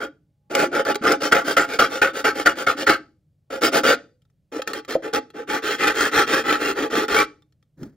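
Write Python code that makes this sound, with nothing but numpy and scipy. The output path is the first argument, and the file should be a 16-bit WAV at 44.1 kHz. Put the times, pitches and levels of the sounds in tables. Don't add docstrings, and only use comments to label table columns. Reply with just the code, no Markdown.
import sys
import numpy as np
from scipy import signal
from scipy.fft import rfft, irfft, next_fast_len
from scipy.io import wavfile
from scipy.ndimage import map_coordinates

SR = 44100
rng = np.random.default_rng(int(sys.argv[2]) if len(sys.argv) > 2 else 0)


def dump_mix(stems):
    frames = np.atleast_2d(stems).T
    limited = np.clip(frames, -1, 1)
    pcm = np.round(limited * 32767).astype(np.int16)
    wavfile.write(sys.argv[1], SR, pcm)


N = 351035
TIME = np.arange(N) / SR
SIZE = 8192
HZ = np.fft.rfftfreq(SIZE, 1 / SR)
EDGE_FROM = 4.2

# (start [s], end [s], relative level [dB], way of moving)
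STROKES = [(0, 0.089, -26, "dig"), (.497, 0.552, -34, "scrub"), (0.534, 0.676, -19, "pull"),
           (.713, 0.835, -20, "push"), (.848, 0.937, -20, "lean"), (1.012, 1.17, -16.5, "push"),
           (1.2, 1.305, -22, "back"), (1.311, 1.441, -13.5, "dig"), (1.439, 1.558, -23, "back"),
           (1.563, 1.677, -15, "dig"), (1.674, 1.785, -27, "back"), (1.785, 1.892, -12, "dig"),
           (1.89, 2.012, -27, "back"), (2.016, 2.12, -16, "dig"), (2.131, 2.233, -27, "back"),
           (2.239, 2.337, -13.5, "dig"), (2.34, 2.449, -26, "back"), (2.45, 2.542, -16, "dig"),
           (2.552, 2.66, -28.5, "back"), (2.662, 2.756, -15.5, "dig"), (2.761, 2.854, -26.5, "back"),
           (2.861, 2.981, -11, "dig"), (3.5, 3.598, -32.5, "scrub"), (3.608, 3.701, -15, "back"),
           (3.716, 3.815, -16.5, "back"), (3.832, 3.956, -14.5, "scrub"), (4.516, 4.615, -35.5, "scrub"),
           (4.666, 4.729, -33.5, "scrub"), (4.729, 4.809, -32, "scrub"), (4.877, 4.968, -28.5, "scrub"),
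           (5.02, 5.127, -31, "dig"), (5.127, 5.197, -24.5, "scrub"), (5.333, 5.452, -37, "push"),
           (5.469, 5.607, -20, "push"), (5.618, 5.776, -22, "pull"), (5.774, 5.943, -15.5, "push"),
           (5.937, 6.102, -18, "pull"), (6.109, 6.258, -12.5, "push"), (6.262, 6.428, -18, "pull"),
           (6.43, 6.593, -17, "push"), (6.587, 6.741, -21, "pull"), (6.742, 6.889, -22.5, "push"),
           (6.897, 7.062, -21.5, "pull"), (7.08, 7.254, -13, "lean")]
# (time [s], length [s], relative level [dB])
BITES = [(1.066, 0.019, -17), (1.32, .014, -6.5), (1.566, 0.021, -9.5), (1.789, .019, -10),
         (2.015, 0.022, -10), (2.243, 0.017, -13.5), (2.458, .021, -10), (2.666, .012, -14),
         (2.867, 0.016, -12), (2.893, .01, -9), (5.871, .014, -14)]


def amp(db):
    return 10 ** (np.asarray(db) / 20)


def unit(x):
    return x / np.sqrt(np.mean(x ** 2) + 1e-20)


def along(points, hz):
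    f, v = np.transpose(points)
    return np.interp(np.log(hz + 1), np.log(f + 1), v)


def wobble(x):
    return map_coordinates(rng.standard_normal(SIZE), [x], mode="wrap")


def filtered(x, response):
    m = next_fast_len(N + SR // 2)
    spectrum = rfft(x, m) * response(np.fft.rfftfreq(m, 1 / SR))
    return irfft(spectrum, m)[..., :N]


def noise(spectrum):
    return unit(filtered(rng.standard_normal(N), lambda hz: amp(along(spectrum, hz))))


def add(track, s, sound):
    part = track[:, max(round(s * SR), 0):][:, :sound.shape[-1]]
    part += sound[..., :part.shape[1]]


def unsteady_ring(t, phase, knots_per_s):
    sine_part = wobble(t * knots_per_s) * np.sin(phase)
    cosine_part = wobble(t * knots_per_s) * np.cos(phase)
    return unit(sine_part + cosine_part)


def room_tone(shared_db=-65, own_db=-80):
    # (frequency [Hz], relative level per Hz [dB])
    quiet = [(25, -22), (50, -5), (75, 0.5), (150, 4.5), (210, -9), (380, -22.5), (550, -20), (900, -37),
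             (4000, -40), (15000, -47)]
    return amp(shared_db) * noise(quiet) + amp(own_db) * np.array([noise(quiet), noise(quiet)])


def room(x, wet_db=-16, apart=0.3, dull_hz=6000):
    # (frequency [Hz], t60 [s])
    decay = [(150, 0.51), (400, .32), (1000, 0.25), (3000, 0.25), (8000, 0.36), (15000, 0.32)]
    hz, t, z = signal.stft(rng.standard_normal((3, SR // 2)), SR, nperseg=256)
    fading = z * amp(-60 * t / along(decay, hz)[:, None])
    tails = signal.istft(fading, SR, nperseg=256)[1]
    tail = np.pad(tails[:2] * apart + tails[2], ((0, 0), (SR // 200, 0)))
    wet = signal.fftconvolve(x, tail / np.linalg.norm(tail[0]), axes=1)[:, :N]
    return amp(wet_db) * filtered(wet, lambda f: 1 / (1 + (f / dull_hz) ** 4))


def hand():
    # (time [s], level before the flutter [dB])
    slide = [(7.755, -100), (7.78, -51), (7.83, -36.5), (7.88, -43), (7.96, -64.5)]
    # (frequency [Hz], relative level per Hz [dB])
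    skin = [(30, -24.5), (75, -6.5), (140, 1), (310, -0.5), (600, -19.5), (1000, -27.5), (1800, -26),
            (2800, -43.5), (4800, -37.5), (9000, -40), (15000, -44)]
    level_db = np.interp(TIME, *np.transpose(slide)) + 3.0 * wobble(TIME * 70)
    return amp(level_db) * noise(skin)


def bumps(attack=.0007):
    # (time [s], level before decay and attack [dB], pitch [Hz], t60 [s])
    knocks = [(.634, -10, 622, .044), (.655, -20.5, 345.5, .18), (.957, -21, 422, .1),
              (1.012, -26.5, 230.8, .12), (4.594, -17.5, 517, .058), (4.9535, -3, 533, .038),
              (4.9602, -8.5, 642, .028), (4.966, -23.5, 330, .13), (6.17, -30.5, 99.9, .09),
              (7.833, -21, 255, .035)]
    out, t = np.zeros((2, N)), np.arange(SR // 5) / SR
    for s, db, hz, t60 in knocks:
        onset = 1 - np.exp(-t / attack)
        add(out, s, amp(db - 60 * t / t60) * np.sin(2 * np.pi * hz * t) * onset)
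    return out


def shoves(level_db=-27, t60=.13, thud_hz=125, knots_per_s=150):
    out, t = np.zeros((2, N)), np.arange(SR // 5) / SR
    for s, _, db in BITES:
        thud = unit(wobble(t * knots_per_s) * np.sin(2 * np.pi * thud_hz * t))
        add(out, s, amp(db + level_db - 60 * t / t60) * thud * (1 - np.exp(-t / .004)))
    return out


def panel_ring(x, ring_hz=301, width_hz=4.4, ring_db=-5.5, corner_db=-9):
    drive = x * amp(ring_db + corner_db * (TIME < EDGE_FROM))
    return filtered(drive, lambda f: 1j * f * width_hz / (ring_hz ** 2 - f ** 2 + 1j * f * width_hz))


def boom_db(s, db, hollow_per_db=0.545, usual_db=-19):
    # (time [s], level [dB])
    body = [(0, 0.5), (.6, 6), (1.0, 6), (1.55, 0), (2.9, 0), (3.45, -1), (3.7, 5.5), (4.5, 1),
            (4.95, -3.5), (5.15, 7), (5.45, -2.5), (6.45, 0), (6.9, 3.5), (7.1, -2)]
    return hollow_per_db * (usual_db - db) + np.interp(s, *np.transpose(body))


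def spring_back(level_db=-19, ring_hz=290, knots_per_s=90, t60=0.2, lead_s=.008, attack=0.0022):
    out, t = np.zeros((2, N)), np.arange(SR // 5) / SR
    for start, end, db, _ in STROKES:
        ring = unsteady_ring(t, 2 * np.pi * ring_hz * t, knots_per_s)
        fade = amp(db + boom_db(start, db) + level_db - 60 * t / t60)
        add(out, end - lead_s, fade * ring * (1 - np.exp(-t / attack)))
    return out


def shell(s, body_db, grit_db, vary_db=1.5, ripple_db=3.5, spacing_hz=70):
    # (frequency [Hz], relative level per Hz [dB])
    rasp = [(25, -24.5), (50, -12), (110, -17.0), (220, -7.5), (400, -3.5), (700, -12), (980, -14),
            (1400, 0.5), (2500, -12.0), (4000, -16), (6000, -16.5), (8000, -15.5), (12000, -21),
            (15600, -27.5)]
    # (frequency [Hz], width [Hz], mean height at the corner [dB], along the edge [dB])
    modes = [(303.1, 84, 10.5, 11), (441.3, 87, 10, 14.5), (537, 62.5, 15.5, 8), (687, 91, 11.5, 5.5),
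             (831.8, 80, 21.5, 22.5), (1161.6, 64, 10, 10.5), (1306, 128, 9, 8.5), (1415, 86, 8.5, 2.5),
             (1547, 130, 4.5, 1.5), (1806, 77, 5, 8.5), (1990, 250, 4, 5.5), (2200, 82, 5.5, -2.5),
             (2440, 290, 4.5, 7), (2725, 92, 3, 6.5), (2874, 76, 7.5, -3.5), (3206, 334, 7.5, 10.5),
             (3577, 86, 6.5, 8), (4167, 210, 3, 8.5), (4770, 499, 5.5, 2), (5430, 191, 3.5, 5.5)]
    # (frequency [Hz], size of the random deviation [dB])
    unlike = [(250, 0), (600, 1.77), (1400, 1.37), (2500, 2.5), (5500, 4), (8500, -0.17), (11500, 0.44),
              (13500, 3)]
    colour = along(rasp, HZ)
    for hz, width, corner_db, edge_db in modes:
        height = (corner_db if s < EDGE_FROM else edge_db) + vary_db * rng.standard_normal()
        colour = colour + height / (1 + np.abs(2 * (HZ - hz) / width) ** 1.9)
    colour = colour + HZ / np.hypot(HZ, 1500) * ripple_db * (wobble(HZ / spacing_hz) - .5)
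    colour = colour + along(unlike, HZ) * np.array([wobble(HZ / 110), wobble(HZ / 110)])
    low_body = body_db * HZ / np.hypot(HZ, 200) / (1 + (HZ / 850) ** 6)
    treble = grit_db * (1 - 1 / (1 + (HZ / 2700) ** 6))
    cepstrum = irfft(np.log(unit(amp(colour)) * amp(low_body + treble)))
    causal = 1 + np.sign(SIZE // 2 - np.arange(SIZE)) * (np.arange(SIZE) > 0)
    return irfft(np.exp(rfft(cepstrum * causal)))[:, :SIZE // 2]


def ticks(level_db=0, body_db=-4, t60=0.018):
    # (time [s], peak [dB], extra treble [dB])
    snaps = [(.551, -4.5, 5.5), (.851, -19, 9), (.946, -18, 9), (0.9557, -11, 9), (1.1203, -8.5, 17.5),
             (4.2197, -56, 15), (4.252, -60, 12), (4.3, -59, 9), (4.6193, -16.5, 7), (4.675, -12.5, 10),
             (4.7334, -15, 9), (4.849, -32, 5), (5.136, -12, 7), (5.1478, -12, 7), (5.1595, -12, 8),
             (5.3027, -35, 4), (6.277, -15, 4), (7.082, -18, 2.5), (7.422, -48.5, 5), (7.524, -55, 14),
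             (7.627, -53.5, 9.5), (7.8314, -31.5, 7)]
    out, t = np.zeros((2, N)), np.arange(SR // 20) / SR
    for s, db, grit_db in snaps:
        burst = rng.standard_normal(len(t)) * amp(-60 * t / t60)
        ring = signal.fftconvolve(burst[None], shell(s, body_db, grit_db), axes=1)
        add(out, s, amp(db + level_db) * ring / np.abs(ring).max())
    return out


def chatter(level_db=-1, knots_per_s=110):
    # (time [s], length [s], first pitch [Hz], last pitch [Hz], relative level [dB])
    hoarse = [(1.047, 0.047, 1200, 1306, -19.5), (1.814, .045, 1188, 1300, -17.5),
              (2.452, 0.037, 1818, 1863, -19), (2.678, 0.04, 1236, 1279, -19.5),
              (3.898, 0.054, 561, 442, -17.5), (5.521, 0.048, 868, 830, -22.5),
              (6.019, 0.064, 1600, 1760, -25.5), (6.312, 0.095, 1550, 1704, -23),
              (7.154, 0.076, 2154, 2384, -17.5), (7.175, 0.07, 1137, 1170, -21)]
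    out = np.zeros((2, N))
    for s, length, first_hz, last_hz, db in hoarse:
        t = np.arange(round(length * SR)) / SR
        phase = 2 * np.pi * np.cumsum(np.linspace(first_hz, last_hz, len(t))) / SR
        ring = unsteady_ring(t, phase, knots_per_s)
        add(out, s, amp(db + level_db) * ring * signal.windows.tukey(len(t), .7))
    return out


def grit(t, grains_per_s=2500, scatter_db=3.5, hiss=.55, judder_db=2.0, judder_rate=330):
    plucks = (rng.random(len(t)) < grains_per_s / SR) * rng.choice([-1, 1], len(t))
    sizes = amp(scatter_db * np.minimum(rng.exponential(size=len(t)), 4))
    scrape = unit(plucks * sizes) + hiss * rng.standard_normal(len(t))
    return unit(scrape * amp(judder_db * wobble(t * judder_rate)))


def bites(level_db=-2.0, slip_hz=715, unsteady=.1, gritty=1.0, body_db=-6, grit_db=-2):
    out = np.zeros((2, N))
    for s, length, db in BITES:
        t = np.arange(round(length * SR)) / SR
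        turns = np.cumsum(slip_hz * (1 + unsteady * wobble(t * 300))) / SR
        slips = unit(np.diff(np.floor(turns), prepend=-1))
        force = unit(slips + gritty * grit(t)) * signal.windows.tukey(len(t), .25)
        ring = signal.fftconvolve(force[None], shell(s, body_db, grit_db), axes=1)
        add(out, s, amp(db + level_db) * ring / ring[:, :len(t)].std())
    return out


def swell_db(travel, crest, start_db, end_db, flatness):
    crest = np.clip(crest, .05, .95)
    rising = np.maximum(1 - travel / crest, 0)
    falling = np.maximum((travel - crest) / (1 - crest), 0)
    return -start_db * rising ** flatness - end_db * falling ** flatness


def strokes(level_db=-0.19, touch=0.0051, fast_grit_db=1.5, count=3):
    ways = {"dig": (0.2852, 10, 27, 2.0, -2.5), "back": (.5, 17, 22, 2.6, 5.5),
            "push": (0.5, 25, 25, 3.5, -2), "pull": (.52, 16, 17, 3.4, 2), "scrub": (.4, 8, 15, 3.6, 2.7),
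            "lean": (.68, 11, 22, 2, -.5)}
    out = np.zeros((2, N))
    for start, end, db, way in STROKES:
        *shape, grit_db = ways[way]
        t = np.arange(max(round((end - start) * SR), 2)) / SR
        travel = t / t[-1]
        effort = amp(db + swell_db(travel, *shape)) * np.clip(t / touch, 0, 1)
        for point in np.linspace(0, 1, count):
            share = np.maximum(1 - np.abs(travel - point) * (count - 1), 0)
            treble_db = grit_db - fast_grit_db * np.cos(2 * np.pi * point)
            ring = shell(start, boom_db(start, db), treble_db)
            force = grit(t) * effort * np.sqrt(share)
            add(out, start, signal.fftconvolve(force[None], ring, axes=1))
    return amp(level_db) * out


def scene():
    # (frequency [Hz], phase [rad])
    lead = [(40, -0.1), (120, 0.37), (400, 0), (600, 0.3), (830, -1.9), (1120, 1.69), (1380, -0.4),
            (1900, -0.6), (2840, 1.33), (4050, 0.42), (5300, 1.5), (7400, 2), (8500, 3), (11500, 3),
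            (12500, 4.5), (13600, 3.5), (15200, 6)]
    car = strokes() + spring_back() + bites() + chatter() + shoves() + ticks() + bumps()
    car = car + panel_ring(car) + hand()
    halves = np.array([[.5], [-.5]])
    near = filtered(car + room(car), lambda hz: np.exp(1j * along(lead, hz) * halves))
    return near + room_tone()


def record(dry, ceiling=.92, top_hz=15800):
    held = dry / (1 + np.abs(dry / ceiling) ** 6) ** (1 / 6)
    return filtered(held, lambda hz: 1 / (1 + (hz / top_hz) ** 200))


dry = scene()
out = record(dry)
dump_mix(out)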